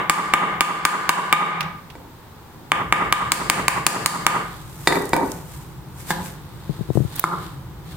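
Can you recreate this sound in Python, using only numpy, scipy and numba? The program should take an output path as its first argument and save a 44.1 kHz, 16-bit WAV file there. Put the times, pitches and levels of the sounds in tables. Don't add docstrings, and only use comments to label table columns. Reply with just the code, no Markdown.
import sys
import numpy as np
from scipy import signal
from scipy.fft import rfft, irfft
from scipy.io import wavfile
from scipy.ndimage import uniform_filter1d
from numba import njit

SR = 44100
rng = np.random.default_rng(int(sys.argv[2]) if len(sys.argv) > 2 else 0)


def dump_mix(stems):
    frames = np.atleast_2d(stems).T
    limited = np.clip(frames, -1, 1)
    pcm = np.round(limited * 32767).astype(np.int16)
    wavfile.write(sys.argv[1], SR, pcm)


N = 351036
T = np.arange(N) / SR
HIT_T = T[:SR // 5]
LEAD = SR // 4


def undb(db):
    return 10 ** (np.asarray(db) / 20)


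def along(table, hz):
    return np.interp(np.log(hz + 1), np.log([row[0] for row in table]), [row[1] for row in table])


def fade(t, t60):
    return np.exp(-np.log(1000) * t / t60)


def add(out, s, x):
    i = int(s * SR) + LEAD
    out[..., i:i + x.shape[-1]] += x[..., :LEAD + N - i]


# (frequency [Hz], side level against mid [dB])
STEREO_WIDTH = [(60, -11), (200, -12), (700, -6), (1300, -5), (2400, -1), (4400, 1.5), (8500, -.5),
                (14000, -4)]

def noise(spectrum, size):
    hz = np.fft.rfftfreq(size, 1 / SR)
    mid, side = rfft(rng.standard_normal((2, size)))
    width = undb(along(STEREO_WIDTH, hz))
    ports = (mid + np.array([[1], [-1]]) * width * side) / np.hypot(1, width)
    x = irfft(ports * undb(along(spectrum, hz)), size)
    return x / x.std()


def burst(spectrum, t60):
    hz = np.fft.rfftfreq(len(HIT_T), 1 / SR)
    raw = rfft(noise(spectrum, len(HIT_T)) * fade(HIT_T, t60))
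    x = irfft(raw / np.abs(raw) * undb(along(spectrum, hz)), len(HIT_T)) * fade(HIT_T, 10 * t60)
    return x / np.sqrt(np.sum(x ** 2) / 2 / (SR / 1000))


def ring(modes, contact_hz, heft_db=0, off_centre_db=0, bass_hz=600):
    x = 0
    for k, (hz, db, t60) in enumerate(modes):
        scatter_db, detune = rng.standard_normal(2)
        gain = undb(db + scatter_db + heft_db * (hz < bass_hz) - off_centre_db * (-1) ** k)
        sine = np.sin(2 * np.pi * hz * (1 + 0.014 * detune) * HIT_T)
        x = x + (-1) ** (k // 2) * gain * fade(HIT_T, t60) * sine
    return signal.sosfilt(signal.butter(2, min(contact_hz, SR / 3), fs=SR, output="sos"), x)


# (frequency [Hz], spectral density [dB])
CRACK_SPECTRUM = [(40, -10.5), (600, -19), (2500, -3), (3600, -7.5), (4600, 0.5), (5800, -9.5), (7600, 1),
                  (8300, -10), (8900, 2.5), (9600, -5), (12000, -12.5), (13700, -12), (16000, -12)]

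def blow(modes, contact_hz, crack_db, crack_t60, left_lag_s, heft_db, off_centre_db):
    body = ring(modes, contact_hz, heft_db, off_centre_db)
    left = np.interp(HIT_T - left_lag_s, HIT_T, body)
    return np.array([left, body]) + undb(crack_db) * burst(CRACK_SPECTRUM, crack_t60)


# (time [s], force level [dB], crack against force [dB])
MALLET_TAPS = [(-0.145, 7.5, -13), (0.097, 9, -0.5), (0.3372, 10, -9), (0.6078, 11.5, -2.5),
               (0.8519, 9, -1), (1.0923, 11, -3.5), (1.3267, 17, -7), (2.7185, -.5, -14),
               (2.9248, 3.5, -10), (3.1254, 3.5, -6.5), (3.3194, 0.5, 5), (3.4990, 0.5, 1), (3.6817, 2, -3),
               (3.8657, 2.5, 5), (4.0603, 1, 5.5), (4.2659, 3.5, -3.5)]
# (frequency [Hz], level [dB], decay time T60 [s])
CHISEL_MODES = [(156.4, -27.5, 0.045), (346, -33, 0.021), (843, -11.5, 0.014), (991, -5, 0.016),
                (1206, -3.5, 0.023), (1490, -2.5, 0.0069), (2314, 4, 0.0057), (2770, 3, 0.0041),
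                (3720, -6, 0.0064)]
# (frequency [Hz], spectral density [dB])
TEAR_SPECTRUM = [(1000, -10), (3000, -4), (5200, -8), (7600, -0.5), (9000, -0.5), (11500, -8), (14000, -6),
                 (16000, -12)]

def taps(off_centre_db=-1, aim_db=1.5, tear_db=-11, tear_t60=0.42):
    base_contact_hz, harden_oct_per_db, give_oct_per_db = 3100, 0.04, 0.045
    loosen_oct_per_db = 0.0657
    out = np.zeros((2, LEAD + N))
    for s, force_db, crack_db in MALLET_TAPS:
        contact_hz = base_contact_hz * 2 ** (harden_oct_per_db * force_db - give_oct_per_db * crack_db)
        miss_db = off_centre_db + aim_db * rng.standard_normal()
        modes = [(hz, db, t60 * 2 ** (loosen_oct_per_db * force_db)) for hz, db, t60 in CHISEL_MODES]
        hit = blow(modes, contact_hz, crack_db, crack_t60=0.0095,
                   left_lag_s=0.00008, heft_db=-2, off_centre_db=miss_db)
        taper = np.linspace(1, 0, len(HIT_T)) ** 0.5
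        tear = undb(crack_db + tear_db) * burst(TEAR_SPECTRUM, tear_t60) * taper
        add(out, s, undb(force_db) * (hit + tear))
    return out


# (delay [s], level [dB])
EARLY_ECHOES = [(.0083, -14), (0.0187, -23), (0.085, -27.5)]

def reflections(x, dull_hz=2200):
    dull = signal.sosfilt(signal.butter(2, dull_hz, fs=SR, output="sos"), x)
    return sum(undb(db) * np.roll(dull, int(delay * SR), axis=1) for delay, db in EARLY_ECHOES)


# (band centre [Hz], level [dB], decay time T60 [s])
ROOM_BANDS = [(50, -26, 0.89), (98, -15, 0.87), (153, 6, 1), (249, 7, 0.45), (390, 10, 0.53),
              (590, 1, 0.68), (855, 3, 0.57), (1510, 0, 0.59), (2360, -5.5, 0.5), (4470, -6, 0.48),
              (8700, -5, 0.36), (15300, -15, 0.24)]

def workshop(x, wet_db=-33, build_s=0.012, slap_db=-1, slap_s=0.0927):
    t = T[:SR]
    hz = np.fft.rfftfreq(SR, 1 / SR)
    diffuse = rfft(noise([(20, 0), (SR / 2, 0)], SR))
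    slap = undb(slap_db) * np.exp(-0.5 * ((t - slap_s) / (slap_s / 10)) ** 2)
    tail = 0
    for share, (centre_hz, db, t60) in zip(np.eye(len(ROOM_BANDS)), ROOM_BANDS):
        band = np.interp(np.log(hz + 1), np.log([row[0] for row in ROOM_BANDS]), share)
        envelope = undb(db) * fade(t, t60) * (1 + slap * (centre_hz < 2000))
        tail = tail + irfft(diffuse * band, SR) * envelope
    response = tail * (1 - np.exp(-t / build_s))
    return undb(wet_db) * signal.fftconvolve(x, response, axes=1)[:, :LEAD + N]


# (frequency [Hz], spectral density [dB])
AIR_SPECTRUM = [(30, -5), (90, 7.5), (250, 0), (480, -4), (640, -9.5), (850, -1.5), (1100, -4.5),
                (1600, -11), (2700, -18), (3700, -16.5), (6000, -24), (8000, -23.5), (12000, -28),
                (14000, -19), (16000, -26)]
# (frequency [Hz], spectral density [dB])
DRONE_SPECTRUM = [(25, -40), (52, 1.5), (105, -3.5), (130, 6), (175, 0), (240, -23), (330, -8),
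                  (700, -45.5)]
# (time [s], level [dB])
DRONE_LEVELS = [(0, -42), (2.5, -53.5), (2.9, -34.5), (4.5, -38.5), (6, -39), (7.96, -37)]

def background(air_db=-43):
    drone_db = np.interp(T, *np.transpose(DRONE_LEVELS))
    return undb(air_db) * noise(AIR_SPECTRUM, N) + undb(drone_db) * noise(DRONE_SPECTRUM, N)


# (time [s], level [dB], centre [Hz], decay time T60 [s])
SNAP_TICKS = [(1.6070, -9.5, 2520, 0.035), (1.6294, -28, 3770, 0.028), (1.9013, -31, 2880, 0.055),
              (5.1645, -22, 9900, .01), (5.318, -22, 7100, 0.016), (7.1955, 2, 15100, 0.011)]
# (start [s], end [s], level [dB], centre [Hz])
CRACKLE_SPELLS = [(4.981, 5.304, -29.5, 8900), (7.15, 7.186, -28.5, 13400)]

def snaps(pan_db=-2, crackle_t60=0.011, scatter_db=3, ticks_per_spell=5):
    out, ticks = np.zeros((2, LEAD + N)), list(SNAP_TICKS)
    for start, end, db, hz in CRACKLE_SPELLS:
        for _ in range(ticks_per_spell):
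            s = start + (end - start) * rng.random()
            ticks.append((s, db + scatter_db * rng.standard_normal(), hz, crackle_t60))
    for s, db, hz, t60 in ticks:
        add(out, s, undb(db) * burst([(hz / 5, -24), (hz, 0), (hz * 3, -22)], t60))
    return out * undb([[pan_db], [-pan_db]])


# (time [s], level [dB], contact cut-off [Hz], off-centre bias [dB])
BENCH_KNOCKS = [(1.953, -27, 1200, 2.5), (2.545, -25.5, 345, 2), (4.8731, -2, 5630, -1.5),
                (4.9239, -11.5, 2590, -3.5), (4.9560, -13, 1980, 1), (5.1329, -2.5, 1680, 2),
                (5.165, -10, 1150, 3.5), (5.2326, -23, 700, 4)]
# (frequency [Hz], level [dB], decay time T60 [s])
BENCH_MODES = [(174.4, -25, 0.072), (263, -16, 0.067), (415, -13, 0.046), (498, -21, 0.068),
               (770, -8.5, 0.028), (889, -8, 0.043), (1187, -2, 0.0095), (1496, -17.5, 0.062),
               (1973, -4, 0.028), (2310, -5, 0.03), (3600, -16, 0.13), (3830, -3, 0.016), (4130, -22, 0.13),
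               (4810, -3, 0.014)]

def knocks(crack_at_1khz_db=-18, crack_db_per_oct=5):
    out = np.zeros((2, LEAD + N))
    for s, db, contact_hz, off_centre_db in BENCH_KNOCKS:
        crack_db = crack_at_1khz_db + crack_db_per_oct * np.log2(contact_hz / 1000)
        knock = blow(BENCH_MODES, contact_hz, crack_db, crack_t60=0.086,
                     left_lag_s=0.00002, heft_db=2.5, off_centre_db=off_centre_db)
        add(out, s, undb(db) * knock)
    return out


def strokes(events):
    return sum(undb(db) * np.exp(np.minimum((T - s) / rise, (s - T) / fall))
               for s, rise, fall, db in events)


# (peak time [s], rise [s], fall [s], level [dB])
STEEL_STROKES = [(4.53, 0.19, 0.14, -48.5), (6.11, 0.023, 0.087, -37.5), (6.75, 0.27, 0.21, -51),
                 (7.235, 0.059, 0.045, -32), (7.44, .07, 0.071, -44.5), (7.92, 0.047, .06, -46.5)]
# (peak time [s], rise [s], fall [s], level [dB])
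SKIN_STROKES = [(4.95, 0.13, 0.094, -35), (5.30, 0.15, 0.11, -40), (5.54, 0.06, 0.12, -44.5),
                (6.01, 0.039, .04, -40.5), (6.10, 0.013, 0.013, -28.5), (6.263, 0.034, .04, -36.5),
                (6.955, 0.019, 0.073, -43)]
# (frequency [Hz], spectral density [dB])
HISS_SPECTRUM = [(1500, 8.5), (4000, 2.5), (6000, 4), (8500, 8), (12000, 0.5), (14000, 7.5), (16000, -11)]
# (frequency [Hz], spectral density [dB])
RASP_SPECTRUM = [(700, -2), (1600, -0.5), (2600, -7), (3700, 1.5), (5000, -6.5), (9000, -45)]

def slides(grain_db=2.5, rasp_db=2):
    steel, skin = strokes(STEEL_STROKES), strokes(SKIN_STROKES)
    grain_times = T[::64]
    grain = undb(grain_db * np.interp(T, grain_times, rng.standard_normal(len(grain_times))))
    hiss = (steel + skin) * noise(HISS_SPECTRUM, N)
    rasp = undb(rasp_db) * steel * noise(RASP_SPECTRUM, N)
    return grain / np.sqrt(np.mean(grain ** 2)) * (hiss + rasp)


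# (frequency [Hz], level [dB], decay time T60 [s])
BLOCK_MODES = [(188, -12, 0.046), (320, -31, 0.11), (845, -3, 0.057), (994, -6, 0.085), (1680, 0.5, 0.038),
               (1770, -24, 0.068), (2110, -11, 0.038), (3520, -6, 0.044)]

def set_down(start_s=6.1054, db=-12, gap_s=0.0056, loss_db=5, touches=3):
    out = np.zeros((2, LEAD + N))
    for k in range(touches):
        touch = blow(BLOCK_MODES, contact_hz=2500, crack_db=-4, crack_t60=0.039,
                     left_lag_s=0.00005, heft_db=3, off_centre_db=-1)
        add(out, start_s + k * gap_s, undb(db - k * loss_db) * touch)
    return out


# (time [s], level [dB], contact cut-off [Hz])
HAND_BUMPS = [(6.694, -3, 226), (6.809, -4, 203), (6.903, -4.5, 456), (6.954, 1.5, 219), (6.973, 0.5, 620),
              (7.003, -0.5, 240), (7.049, -5, 140)]
# (frequency [Hz], level [dB], decay time T60 [s])
PORT_MODES = [(129, 0, 0.051), (294, -6.5, 0.036), (480, 12.5, 0.0029)]

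def bumps(right_db=-24, low_cut_hz=80, judders=2, judder_s=0.01795, judder_db=-8.5, judder_hz=231):
    out = np.zeros(LEAD + N)
    for s, db, contact_hz in HAND_BUMPS:
        add(out, s, undb(db) * ring(PORT_MODES, contact_hz))
        for offset in rng.uniform(-1.012, 1, judders):
            add(out, s + judder_s * offset, undb(db + judder_db) * ring(PORT_MODES, judder_hz))
    low_cut = signal.butter(2, low_cut_hz, "high", fs=SR, output="sos")
    return signal.sosfilt(low_cut, out) * undb([[0], [right_db]])


# (frequency [Hz], level [dB], decay time T60 [s])
SHOULDER_MODES = [(166, -20, 0.092), (335, -16.5, 0.05), (860, -1, 0.014), (1030, -3.5, 0.036),
                  (1220, -2, 0.029), (1350, -0.5, 0.023), (1850, -17, .015), (2170, 0, 0.017)]

def shoulder(stop_s=7.24, db=1):
    out = np.zeros((2, LEAD + N))
    clack = blow(SHOULDER_MODES, contact_hz=1720, crack_db=-14, crack_t60=0.026,
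                 left_lag_s=0.00005, heft_db=2, off_centre_db=-1)
    add(out, stop_s, undb(db) * clack)
    return out


def scene():
    chisel, bench, blade, stop = taps(), knocks(), set_down(), shoulder()
    ticks_and_hiss = snaps() + np.pad(slides(), ((0, 0), (LEAD, 0)))
    room = workshop(chisel + bench + undb(-4) * (blade + ticks_and_hiss) + undb(-7.5) * stop)
    direct = chisel + bench + blade + stop + ticks_and_hiss + bumps()
    return (direct + reflections(chisel) + room)[:, LEAD:] + background()


@njit
def peak_follow(x, keep):
    out, held = np.empty(len(x)), 0.
    for i in range(len(x)):
        held = max(x[i], held * keep)
        out[i] = held
    return out


def duck(x, ceiling, release_s):
    peak = peak_follow(np.abs(x).max(axis=0), np.exp(-1 / (release_s * SR)))
    return 20 * np.log10(ceiling / np.maximum(peak, ceiling))


def record(dry, attack_s=0.0086, top_hz=16300):
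    keep = np.exp(-1 / (attack_s * SR))
    slow_db = signal.lfilter([1 - keep], [1, -keep], duck(dry, ceiling=1.188, release_s=0.1))
    ducked = dry * undb(slow_db)
    fast_db = uniform_filter1d(duck(ducked, ceiling=1.41, release_s=0.0021), size=16)
    limited = np.clip(ducked * undb(fast_db), -1, 1)
    return signal.sosfilt(signal.ellip(8, 0.2, 70, top_hz, fs=SR, output="sos"), limited)


dry = scene()
out = record(dry)
dump_mix(out)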